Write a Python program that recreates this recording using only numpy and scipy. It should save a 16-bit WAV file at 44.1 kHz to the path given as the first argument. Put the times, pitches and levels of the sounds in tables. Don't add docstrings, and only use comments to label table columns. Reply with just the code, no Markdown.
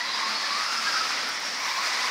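import sys
import numpy as np
from scipy import signal
from scipy.fft import rfft, irfft
from scipy.io import wavfile

SR = 44100
rng = np.random.default_rng(int(sys.argv[2]) if len(sys.argv) > 2 else 0)


def int16_out(signal):
    q = np.round(np.clip(np.atleast_2d(signal).T, -1, 1) * 32767)
    wavfile.write(sys.argv[1], SR, q.astype(np.int16))


def amplitude_ratio(level_db):
    exponent = np.asarray(level_db, float) / 20
    return 10 ** exponent


N = 92918

# start_s [s], drive_pitch_hz [Hz, final-drive teeth], drive_level_db [dB], motor_level_db [dB]
FIRST_CAR_PASS = [(0, 980, -38, -60), (.1, 1060, -41, -36), (.18, 1075, -38, -38), (.26, 1100, -38, -38),
                  (0.331, 1231, -37, -38), (.42, 1144, -41, -38), (.51, 1117, -36.5, -40),
                  (.58, 1225, -35.5, -37), (.65, 1320, -35.5, -38), (.72, 1390, -34.5, -38),
                  (.78, 1350, -35.5, -37), (.83, 1265, -35.5, -39), (.88, 1300, -38, -38),
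                  (0.951, 1300, -39.5, -36), (1.02, 1289, -37, -37), (1.121, 1303, -49, -46),
                  (1.3, 1300, -51, -53)]
SECOND_CAR_PASS = [(0, 1280, -61, -40), (0.132, 1310, -60, -43), (0.351, 1360, -44, -38),
                   (.6, 1341, -55, -38), (.8, 1390, -50, -39), (.96, 1411, -42, -38), (1.1, 1400, -47, -42),
                   (1.3, 1458, -43, -42.5), (1.459, 1480, -62, -41), (1.552, 1485, -57, -45),
                   (1.652, 1500, -49, -36), (1.802, 1450, -64, -53)]
THIRD_CAR_PASS = [(1.499, 902, -62, -48), (1.6, 981.7, -39.5, -56), (1.659, 1150, -37, -49),
                  (1.699, 959.3, -35.5, -36.5), (1.735, 1091, -37.5, -42), (1.755, 1028, -34, -40),
                  (1.8, 1120, -35, -37), (1.83, 1220, -37.5, -43), (1.875, 1350, -39.5, -57),
                  (1.915, 989.3, -38, -40), (1.96, 1123, -32.5, -37), (1.994, 980, -44, -44),
                  (2.053, 1052, -34, -52), (2.11, 1207, -40, -64)]
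# level_db [dB], one per car
DRIVE_OCTAVE = (-11, -14, -7)
# centre_s [s], pitch_hz [Hz at the centre], peak_db [dB], length_s [s]
GEAR_SQUEAKS = [(.013, 1903, -27, .023), (.035, 1996, -32.5, .05), (.092, 4027, -33, .06),
                (.14, 4900, -30, .047), (.236, 907, -35, .09), (.25, 5050, -35, .05),
                (.268, 1083, -31, .025), (.31, 4950, -33, .03), (.323, 1240, -32, .05),
                (.355, 899, -36, .1), (.371, 4410, -29.5, .057), (.444, 1750, -27, .021),
                (.582, 1215, -32, .04), (.77, 5080, -32, .06), (.879, 1610, -24.5, .044),
                (.976, 1556, -27, .046), (1.013, 1285, -26, .031), (1.461, 5520, -35, .1),
                (1.605, 2260, -31, .046), (1.718, 994, -30, .025), (1.719, 2278, -28.5, .024),
                (1.762, 2290, -34, .025), (1.795, 1094, -28, .025), (1.832, 1220, -31, .018),
                (1.87, 1340, -34, .027), (1.925, 2010, -32, .027), (1.943, 1036, -33, .05),
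                (1.993, 2030, -31, .023), (2.04, 1920, -34, .03), (2.055, 1050, -31, .03),
                (2.098, 1800, -31, .02)]
# centre_s [s], level_db [dB rms at the height of the puff]
GRIT_TICKS = [(1.292, -43), (1.4, -47), (1.458, -51), (1.52, -52)]
# start_s [s], level_db [dB]
UPPER_HISS_LEVEL = [(1.5, -80), (1.6, -59), (1.67, -56), (1.76, -56.5), (1.87, -59), (1.95, -75)]
LOWER_HISS_LEVEL = [(1.56, -80), (1.65, -61), (1.7, -66), (1.8, -68), (1.9, -80)]
# [dB, gritty top as cars near]
TYRE_WASH_LEVEL = [(0.0, -31, -1.5), (0.82, -29.5, 3), (1.21, -29.5, 0), (1.48, -31.5, 2),
                   (2.1, -27.5, 1.5)]
# pitch_hz [Hz], level_db [relative dB per Hz]
TYRE_WASH_COLOUR = [(150, -49), (300, -21), (502, -10.5), (1060, 0), (1450, -.5), (1960, 2.5), (2430, -1),
                    (3110, -6.5), (4950, -.5), (5560, -3.5), (6250, -10), (7880, -19.5), (9150, -21.5),
                    (12300, -31), (15100, -33), (16500, -33)]
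# start_s [s], level_db [dB]
HALL_ROAR_LEVEL = [(0.0, -48), (0.6, -50), (0.66, -56), (0.72, -49), (1.17, -46), (1.68, -49), (1.73, -57),
                   (1.79, -49), (2.1, -50)]
# pitch_hz [Hz], level_db [relative dB per Hz]
HALL_ROAR_COLOUR = [(20, -22), (60, -22), (100, -13), (140, -11), (190, -3.5), (215, -2), (260, 2),
                    (400, -2), (500, 0), (700, -1.5), (950, -4), (1500, -34)]
# start_s [s], pitch_hz [Hz], level_db [dB]
DRONE_PATH = [(0, 221, -61), (.22, 214.3, -63.5), (.3, 211.6, -50.5), (.4, 213, -61), (.55, 215.2, -61),
              (.65, 220, -64), (.8, 229, -55), (1.1, 236.3, -69), (2.11, 216, -80)]
# pitch_hz [Hz], level_db [dB]
MAINS_HUM = [(120, -79)]


def rms_one(x):
    return x / np.sqrt(np.mean(np.abs(x) ** 2) + 1e-20)


def in_time(rows):
    start_s, *columns = np.transpose(rows)
    return [np.interp(np.arange(N) / SR, start_s, column) for column in columns]


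def drift(corner_hz):
    r = np.exp(-2 * np.pi * corner_hz / SR)
    noise = rng.standard_normal(N + SR)
    return rms_one(signal.lfilter([1], [1, -2 * r, r * r], noise)[SR:])


def tone(pitch_hz):
    return np.sin(2 * np.pi * np.cumsum(pitch_hz) / SR)


def whine(pitch_hz, spread_hz, pure):
    rough = (drift(spread_hz) + 1j * drift(spread_hz)) / np.sqrt(2)
    envelope = np.sqrt(pure) + np.sqrt(1 - pure) * rough
    carrier = np.exp(2j * np.pi * np.cumsum(pitch_hz) / SR)
    return np.sqrt(2) * np.real(envelope * carrier)


def car(rows, octave_db):
    motor_gear_ratio = 3.72
    bumps_hz, bump_db, pitch_wobble = 22, 1.2, .014
    drive_spread_hz, drive_pure = 75, .62
    motor_spread_hz, motor_pure = 430, .1
    wheel_hz, wheel_depth = 125, .65

    pitch_hz, drive_db, motor_db = in_time(rows)
    pitch_hz = pitch_hz * (1 + pitch_wobble * drift(bumps_hz))
    throb = 1 + wheel_depth * tone(wheel_hz * pitch_hz / pitch_hz.mean())
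    drive = whine(pitch_hz, drive_spread_hz, drive_pure)
    drive = drive + amplitude_ratio(octave_db) * whine(2 * pitch_hz, drive_spread_hz, drive_pure)
    motor = whine(motor_gear_ratio * pitch_hz, motor_spread_hz, motor_pure)
    load = amplitude_ratio(bump_db * drift(bumps_hz))
    return load * (amplitude_ratio(drive_db) * throb * drive + amplitude_ratio(motor_db) * motor)


def squeaks():
    t = np.arange(N) / SR
    spread, rise = .012, .015
    out = 0
    for centre_s, pitch_hz, peak_db, length_s in GEAR_SQUEAKS:
        place = np.clip((t - centre_s) / length_s, -2, 2)
        moving_hz = pitch_hz * (1 + spread * drift(pitch_hz / 20) + rise * place)
        out = out + amplitude_ratio(peak_db) * np.exp(-8 * place ** 2) * tone(moving_hz)
    return out


def grit():
    t = np.arange(N) / SR
    puff_s, low_hz = .006, 5000
    high_pass = signal.butter(2, low_hz, "high", fs=SR, output="sos")
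    bright = rms_one(signal.sosfilt(high_pass, rng.standard_normal(N)))
    return bright * sum(amplitude_ratio(db) * np.exp(-((t - s) / puff_s) ** 2) for s, db in GRIT_TICKS)


def hiss(level, centre_hz, width_hz):
    edges_hz = [centre_hz - width_hz / 2, centre_hz + width_hz / 2]
    band_pass = signal.butter(2, edges_hz, "band", fs=SR, output="sos")
    band = signal.sosfilt(band_pass, rng.standard_normal(N))
    return amplitude_ratio(in_time(level)[0] + 2.0 * drift(25)) * rms_one(band)


def hall(x):
    t60_s, gap_s = 0.9, 0.023
    t = np.arange(SR) / SR
    tail = rng.standard_normal(SR) * amplitude_ratio(-60 * t / t60_s) * (t > gap_s)
    return signal.fftconvolve(x, tail / np.sqrt(np.sum(tail ** 2)))[:N]


def banded_noise(colour, patchiness, flicker_hz):
    hz, db = np.transpose(colour)
    f = np.maximum(np.arange(N // 2 + 1) * SR / N, 1)
    colour_db = np.interp(np.log(f), np.log(hz), db, -90, -90)
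    whole = rfft(rng.standard_normal(N)) * amplitude_ratio(colour_db)
    together = drift(flicker_hz)
    place = 3 * np.log2(f / 20)
    out = 0
    for k in range(30):
        band = irfft(whole * np.clip(1 - abs(place - k), 0, 1), N)
        flicker_db = patchiness * (1.1 * together + .8 * drift(flicker_hz))
        out = out + band * amplitude_ratio(flicker_db)
    return rms_one(out)


def wash():
    gritty_top_hz = 6250
    level_db, top_lift_db = in_time(TYRE_WASH_LEVEL)
    noise = banded_noise(TYRE_WASH_COLOUR, patchiness=.9, flicker_hz=15)
    f = np.arange(N // 2 + 1) * SR / N + 1
    top = irfft(rfft(noise) / (1 + (gritty_top_hz / f) ** 8), N)
    return amplitude_ratio(level_db) * (noise + (amplitude_ratio(top_lift_db) - 1) * top)


def hall_roar():
    noise = banded_noise(HALL_ROAR_COLOUR, patchiness=1.0, flicker_hz=4)
    return amplitude_ratio(in_time(HALL_ROAR_LEVEL)[0]) * noise


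def hum():
    t = np.arange(N) / SR
    pitch_hz, level_db = in_time(DRONE_PATH)
    drone_level = amplitude_ratio(level_db + 1.1 * drift(4.4))
    out = drone_level * np.sqrt(2) * tone(pitch_hz + 1.96 * drift(13))
    for hz, db in MAINS_HUM:
        out = out + amplitude_ratio(db + 4.6 * drift(4.8)) * np.sqrt(2) * np.sin(2 * np.pi * hz * t)
    return out


def scene():
    passes = (FIRST_CAR_PASS, SECOND_CAR_PASS, THIRD_CAR_PASS)
    cars = sum(car(rows, db) for rows, db in zip(passes, DRIVE_OCTAVE)) + squeaks()
    close = grit() + hiss(UPPER_HISS_LEVEL, centre_hz=14400, width_hz=2000)
    close = close + hiss(LOWER_HISS_LEVEL, centre_hz=10900, width_hz=1000)
    reverberation = amplitude_ratio(-8) * hall(cars)
    background = wash() + hall_roar() + hum()
    mono = cars + close + reverberation + background
    return np.stack([mono, mono])


def band_limit(x):
    return signal.sosfilt(signal.butter(12, 15970, fs=SR, output="sos"), x)


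def record(dry):
    low_cut_hz, top_cut_hz = 45, 15950
    low_cut = signal.butter(2, low_cut_hz, "high", fs=SR, output="sos")
    top_cut = signal.cheby2(24, 50, top_cut_hz, fs=SR, output="sos")
    mix = signal.sosfilt(top_cut, signal.sosfilt(low_cut, dry))
    return band_limit(mix)


dry = scene()
out = record(dry)
int16_out(out)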